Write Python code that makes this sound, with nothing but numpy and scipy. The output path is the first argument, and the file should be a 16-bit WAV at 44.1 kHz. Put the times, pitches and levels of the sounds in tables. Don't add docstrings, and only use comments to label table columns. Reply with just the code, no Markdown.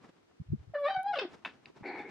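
import sys
import numpy as np
from scipy import signal
from scipy.fft import rfft, irfft
from scipy.io import wavfile
from scipy.ndimage import uniform_filter1d

SR = 44100
rng = np.random.default_rng(int(sys.argv[2]) if len(sys.argv) > 2 else 0)


def int16_out(signal):
    q = np.round(np.clip(np.atleast_2d(signal).T, -1, 1) * 32767)
    wavfile.write(sys.argv[1], SR, q.astype(np.int16))


def volts(x):
    e = np.asarray(x, float) / 20
    return 10 ** e


N = 92962
T = np.arange(N) / SR
PORTS = np.array([[.5], [-.5]])


def shade(table, hz):
    table = np.array(table)
    return np.interp(np.log(np.maximum(hz, 1)), np.log(table[:, 0]), table[:, 1])


def unit(x):
    return x / np.sqrt(np.mean(x ** 2))


def noise(table):
    gain = volts(shade(table, np.fft.rfftfreq(N, 1 / SR)))
    return unit(irfft(rfft(rng.standard_normal(N)) * gain, N))


def band(x, hz, width_hz):
    return signal.lfilter(*signal.iirpeak(hz, hz / width_hz, fs=SR), x)


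def bandpass(x, order, low_hz, high_hz):
    return signal.sosfilt(signal.butter(order, [low_hz, high_hz], "band", fs=SR, output="sos"), x)


def highpass(x, hz):
    return signal.lfilter(*signal.butter(2, hz, "high", fs=SR), x)


def walk(rate_hz, size=N):
    k = int(SR / rate_hz)
    drift = uniform_filter1d(rng.standard_normal(size + SR // 4), k)
    return unit(uniform_filter1d(drift, k))[:size]


def gate(start, end, edge_s):
    return np.clip(np.minimum(T - start, end - T) / edge_s + .5, 0, 1)


# hz, level_db (per Hz)
HUSH_MID_COLOUR = [(30, -23.5), (70, -6), (320, -0.5), (655, -11), (1560, -14), (5500, -24.5),
                   (8000, -30.5), (14000, -45)]
HUSH_SIDE_COLOUR = [(30, -36), (350, 6), (513, -4.5), (1400, -12), (3200, -15.5), (6000, -22), (9000, -30),
                    (14500, -40)]


def hush():
    return volts(-72) * noise(HUSH_MID_COLOUR), volts(-69.5) * noise(HUSH_SIDE_COLOUR)


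# start_s, level_db
RUSTLE_LEVEL = [(0, -64), (.14, -66), (.36, -80.5), (1.2, -66), (1.35, -60), (1.6, -69), (1.8, -64.5),
                (2.11, -58.5)]
# hz, level_db (per Hz)
RUSTLE_COLOUR = [(24, -34), (119, -7), (243, -2.5), (574, -12), (900, -11), (5500, -31), (9000, -43),
                 (14000, -60.5)]


def rustle():
    level = volts(np.interp(T, *np.array(RUSTLE_LEVEL).T) + 4.4 * walk(53))
    return level * noise(RUSTLE_COLOUR), volts(-6.5) * level * noise(RUSTLE_COLOUR)


# peak_time_s, peak_db, pitch_hz, length_s, left_minus_right_db
CASING_BUMPS = [(0.404, -34, 142, 0.0076, -6), (0.417, -34.5, 133, 0.0095, 1), (0.473, -53, 92, 0.021, -1),
                (0.491, -38, 91, 0.0088, 1), (0.505, -32.5, 112, 0.0095, 2.5),
                (0.526, -24, 118, 0.012, 5.5), (.538, -26, 191, 0.014, -1.5), (0.546, -29.5, 164, 0.015, 6),
                (.535, -29.5, 326, 0.0082, 3.5), (0.561, -42.5, 150, 0.012, 5),
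                (0.586, -47.5, 90, 0.017, -1.5), (0.601, -45.5, 75, 0.016, 4),
                (.612, -45.5, 91, 0.013, -5.5), (.64, -57, 130, 0.031, 8.5),
                (0.681, -46.5, 106, 0.014, 8.5), (0.7, -45, 119, 0.011, 3), (0.716, -56.5, 102, 0.027, -9),
                (0.978, -44.5, 139, 0.011, -4), (1.644, -57, 318, 0.0027, 8), (1.702, -47, 350, 0.006, -6),
                (1.717, -67, 300, 0.0026, 18), (1.811, -43, 220, 0.006, 1.5),
                (1.826, -43.5, 139, 0.0074, -1)]


def bumps():
    lag_s = .0012
    out = np.zeros((2, N))
    for s, db, hz, length_s, pan_db in CASING_BUMPS:
        envelope = np.exp(-(2 * (T - s) / length_s) ** 2)
        arrival = T - s - PORTS * np.tanh(pan_db) * lag_s
        out += volts(db + PORTS * pan_db) * envelope * np.cos(2 * np.pi * hz * arrival)
    return out


# start_s, peak_db, centre_hz, width_hz, decay_s
BOARD_TICKS = [(1.83, -47.5, 955, 297, 0.011), (0.31, -59, 645, 1126, 0.0087), (.742, -41, 1442, 697, 0.02),
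               (.882, -39, 1400, 1710, 0.048), (1.99, -55.5, 3550, 300, 0.032),
               (1.451, -37, 1860, 2720, 0.028), (1.455, -60.5, 5560, 1490, 0.012),
               (1.46, -46, 313, 283, 0.024), (1.6565, -40, 2250, 870, 0.0015),
               (1.657, -51.5, 3850, 595, 0.0018), (1.6575, -49.5, 4520, 790, 0.0016)]
# start_s, peak_db, centre_hz, width_hz, decay_s
CLOSE_TICKS = [(.8, -66, 10550, 2470, 0.03), (.85, -64, 7500, 1034, 0.026), (1.16, -68, 9600, 2570, 0.019),
               (1.449, -62, 11300, 1600, 0.012), (1.45, -68, 8200, 1800, 0.01),
               (1.031, -49, 9900, 1800, 0.0016), (1.0315, -51, 11700, 1500, .0014),
               (1.031, -60, 6800, 3000, .001), (1.657, -54, 4350, 1400, 0.0015)]


def ticks(table):
    out = np.zeros(N)
    for s, db, hz, width_hz, decay_s in table:
        burst = rng.standard_normal(N) * (T > s) * np.exp(-np.abs(T - s) / decay_s)
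        burst = bandpass(burst, 3, max(hz - width_hz / 2, 40), hz + width_hz / 2)
        out += volts(db) * burst / np.abs(burst).max()
    return out


# pitch_hz, level_db, decay_s
LATCH_MODES = [(750, -23, 0.0037), (1065, -1.5, 0.0035), (1553, -2.5, 0.0034), (1770, 9.5, 0.0022),
               (2250, 6.5, 0.0019), (2596, 7.5, 0.0028), (3070, -6, 0.0015), (3550, 1.5, 0.0028)]
# start_s, level_db
LATCH_CONTACTS = [
    (1.449, 0),
    (1.4505, 8),
    (1.4535, -20),
    (1.4583, 3),
    (1.4645, -7),
    (1.4708, -11),
    (1.4766, -6),
    (1.4886, -14),
    (1.494, -14),
    (1.506, -35),
]


def latch():
    t = T[:SR // 8]
    ring = sum(volts(db) * np.exp(-t / decay_s) * np.sin(2 * np.pi * hz * t) for hz, db, decay_s in LATCH_MODES)
    contact_s = .0009
    touch = sum(volts(db) * (T > s) * np.exp(-np.abs(T - s) / contact_s) for s, db in LATCH_CONTACTS)
    out = signal.fftconvolve(rng.standard_normal(N) * touch, ring)[:N]
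    out = bandpass(out, 4, 600, 3900)
    return volts(-26) * out / np.abs(out).max()


# start_s, level_db, treble_db
CREAK_LEVEL = [
    (1.832, -48.5, -35),
    (1.857, -41.5, 3.5),
    (1.893, -36.5, 6),
    (1.932, -43, 4.5),
    (1.954, -39.5, 0),
    (1.968, -38, -5),
    (2, -41, 3),
    (2.07, -49, -12),
    (2.108, -46.5, -6),
]
# pitch_hz, width_hz, level_db
CREAK_BODY = [(347, 102, 1.5), (797, 140, -2), (1400, 230, -14), (1734, 330, -8), (2223, 177, -1),
              (3660, 560, -31), (4340, 310, -21.5)]


def creak():
    rate_hz, spacing_scatter, size_db = 520, .38, .5
    chance = rng.standard_normal((900, 2))
    at = (np.cumsum(np.exp(spacing_scatter * chance[:, 0]) / rate_hz) * SR).astype(int)
    slips = 0.091 * rng.standard_normal(N)
    slips[at[at < N]] += volts(size_db * chance[at < N, 1])
    s, level_db, treble_db = np.array(CREAK_LEVEL).T
    wood = np.zeros(N)
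    for k, (hz, width_hz, db) in enumerate(CREAK_BODY):
        mode = unit(band(band(slips, hz, 1.63 * width_hz), hz, 1.67 * width_hz))
        mode_db = db + 2.1 * walk(50) + (hz > 4000) * np.interp(T, s, treble_db)
        wood += (-1) ** k * volts(mode_db) * mode
    return unit(wood) * volts(np.interp(T, s, level_db)) * gate(s[0], 3, 0.013)


# pitch_hz, width_hz, lift_db
LEAF_MODES = [(1456, 110, 7), (1762, 58, 9.5), (2010, 46, 2.5), (2418, 28, -14), (2550, 85, 5.5),
              (3113, 25, 12.5), (3860, 110, 7)]


def panel(hz):
    return sum(db / (1 + ((hz - f) / w) ** 2) for f, w, db in LEAF_MODES)


# hz, level_db
DOOR_RADIATION = [(200, -42), (450, -5.5), (1180, -3.5), (1800, -11), (2400, -12), (3300, -17),
                  (4800, -16.5), (6400, -48.5), (8000, -57.5)]


def hinge(stroke, tint):
    s, *controls = np.array(stroke).T
    size = SR // 4
    span = int(s[0] * SR) - 200 + np.arange(size)
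    hz, db, bright, rough, even = (np.interp(T[span], s, v) for v in controls)
    rough = np.clip(rough, 0, 1)
    jitter = .055 * rough ** 2 * walk(260, size)
    phase = 2 * np.pi * np.cumsum(hz * (1 + jitter)) / SR
    cycles = np.sqrt(2) * np.sin(phase)
    for k in range(2, 16):
        gain_db = bright * np.log2(k) + even * (k % 2 == 0)
        gain_db = gain_db + shade(DOOR_RADIATION, k * hz) + shade(tint, k * hz) + panel(k * hz)
        wander_db = 3 * walk(50, size)
        breakup_db = 8 * rough * (np.tanh(2 * walk(170, size)) - 1)
        partial = np.sin(k * phase + rng.uniform(0, 2 * np.pi))
        cycles = cycles + np.sqrt(2) * volts(gain_db + wander_db + breakup_db) * partial
    cycles = cycles + rough * volts(-8 + bright) * noise(DOOR_RADIATION)[span] * (1 + np.cos(phase))
    out = np.zeros(N)
    out[span] = cycles * volts(db + 11 * rough ** 2 * np.tanh(2 * walk(150, size)))
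    return out * gate(s[0], s[-1], .004)


# start_s, slip_rate_hz, level_db, brightness_db (per octave), roughness (0-1), even_overtones_db
LOW_SQUEAL = [
    (.738, 673.4, -37, -23, 0, -9.5),
    (.747, 592.8, -41, -3, 0.2, -5),
    (.757, 579.6, -30, -8, 0, -14.5),
    (.776, 580, -39, -5.5, .1, -11),
    (.788, 580, -41, -6, 0.2, 3.5),
    (.822, 573.5, -36.5, -12, 0.11, 1),
    (.85, 560.2, -32.5, -5.5, 0.3, -1),
    (.874, 600, -30.5, -5, 0.3, -2.5),
    (.888, 630, -38, -1, 0.3, 1.5),
]
JUMP = [
    (.884, 800, -36, -14, 0.52, -9),
    (.895, 778, -31, -4, 0.51, -6.5),
    (.91, 777.4, -32, -6, 0.32, 1.5),
    (.93, 773, -42.5, -2, 0.15, -1.5),
    (.942, 780, -55, 2.5, 0.24, 7),
    (.95, 758, -43, -0.5, 0.12, 7.5),
]
HIGH_SQUEAL = [
    (.948, 773, -36, -6.5, .15, 9),
    (.956, 765, -31.5, -13, 0.15, -3.5),
    (0.966, 757.5, -29, -8.5, .12, 0),
    (.981, 751.2, -36.5, -6.5, .1, -24),
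    (0.991, 754.4, -31.5, -9, 0.1, 0),
    (1.006, 752, -35.5, -10.5, .1, -7.5),
    (1.022, 767, -41.5, -15.5, .1, -2.5),
    (1.045, 801, -51, -3.5, 0.1, 3.5),
]
LAST_SQUEAL = [
    (1.041, 785, -44.5, -9.5, 0.092, -4.5),
    (1.055, 791, -36, -10.5, .1, -7.5),
    (1.066, 797.5, -28.5, -12, 0.13, -2.5),
    (1.082, 817.5, -34, -4.5, 0.073, -0.5),
    (1.104, 828.4, -38, -11, .1, 7),
    (1.117, 804, -32.5, -10.5, 0.16, -2.5),
    (1.124, 800, -36.5, -5, 0.19, -13),
    (1.132, 745, -41.5, -2.5, 0.24, -7),
]
# hz, level_db
SQUEAL_TINT = [(900, 1), (1800, 2.5), (2350, 5.5), (2900, -1), (3500, 5), (4050, 0.5), (4700, -5.5),
               (6000, -4)]
FLAT = [(100, 0), (20000, 0)]


def squeals():
    low = hinge(LOW_SQUEAL, SQUEAL_TINT)
    out = low + volts(-4.5) * band(low, 580, 10.8)
    return out + sum(hinge(stroke, FLAT) for stroke in (JUMP, HIGH_SQUEAL, LAST_SQUEAL))


# start_s, slip_rate_hz, level_db, brightness_db (per octave), roughness (0-1), even_overtones_db
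GROAN = [
    (1.132, 759.7, -42.5, -1, 0.46, -2.5),
    (1.141, 731, -34.5, -5.5, 0.65, 3),
    (1.155, 683.7, -41, 1, 0.25, -6.5),
    (1.161, 592, -38, 0.5, 0.57, 1.5),
    (1.166, 571.7, -38.5, -2.5, 0.44, 2),
    (1.186, 539.3, -37, -2.5, 1, -8),
    (1.193, 516.6, -42.5, 2.5, .7, -2.5),
    (1.212, 493.5, -44.5, 2, .8, 1),
]
GROAN_END = [
    (1.212, 431, -50.5, 4.5, 0.72, 0),
    (1.222, 410.7, -37, -5.5, 0.68, 0.0018),
    (1.228, 409.4, -38.5, -3, 0.39, 0.013),
    (1.234, 375.4, -48.5, -2, 0.83, 0.0049),
    (1.242, 365.6, -35, -8.5, 0.52, 0),
    (1.251, 375, -42.5, -8.5, 0.9, 0.009),
    (1.257, 351, -46.5, -22, 0.94, 0),
    (1.265, 365, -51.5, -15.5, 0.34, 0.01),
    (1.282, 330, -49, -19, 0.55, 0),
]
# hz, level_db
GROAN_TINT = [(900, 1.5), (1150, -2.5), (1500, 1), (2600, 1), (3500, 6.5), (4050, -2), (4700, -1),
              (6000, 12)]


def groan():
    return hinge(GROAN, GROAN_TINT) + hinge(GROAN_END, GROAN_TINT)


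def room(x):
    t60_s, gap_s, damp_hz = .19, .004, 3000
    t = T[:SR // 2]
    tail = rng.standard_normal((2, len(t))) * volts(-60 * t / t60_s) * (t > gap_s)
    tail = signal.lfilter(*signal.butter(1, damp_hz, fs=SR), tail)
    tail = tail / np.sqrt(np.sum(tail[0] ** 2))
    mid, side = signal.fftconvolve(x[None], tail, axes=1)[:, :N] * volts(-10.5)
    return highpass(mid, 950), volts(2.5) * highpass(side, 2580)


def scene():
    door = highpass(squeals() + groan() + creak(), 220)
    clicks = latch() + ticks(BOARD_TICKS)
    close = ticks(CLOSE_TICKS)
    room_mid, room_side = room(door + volts(-9) * clicks)
    hush_mid, hush_side = hush()
    cloth_mid, cloth_side = rustle()
    mid = room_mid + door + clicks + hush_mid + cloth_mid + volts(-9) * close
    side = room_side + hush_side + cloth_side + close
    pan_db = 1.25
    return volts(PORTS * pan_db) * np.array([mid + side, mid - side]) + bumps()


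def roll_off(x):
    return signal.sosfilt(signal.butter(12, 14800, fs=SR, output="sos"), x)


def record(dry):
    return roll_off(dry)


dry = scene()
out = record(dry)
int16_out(out)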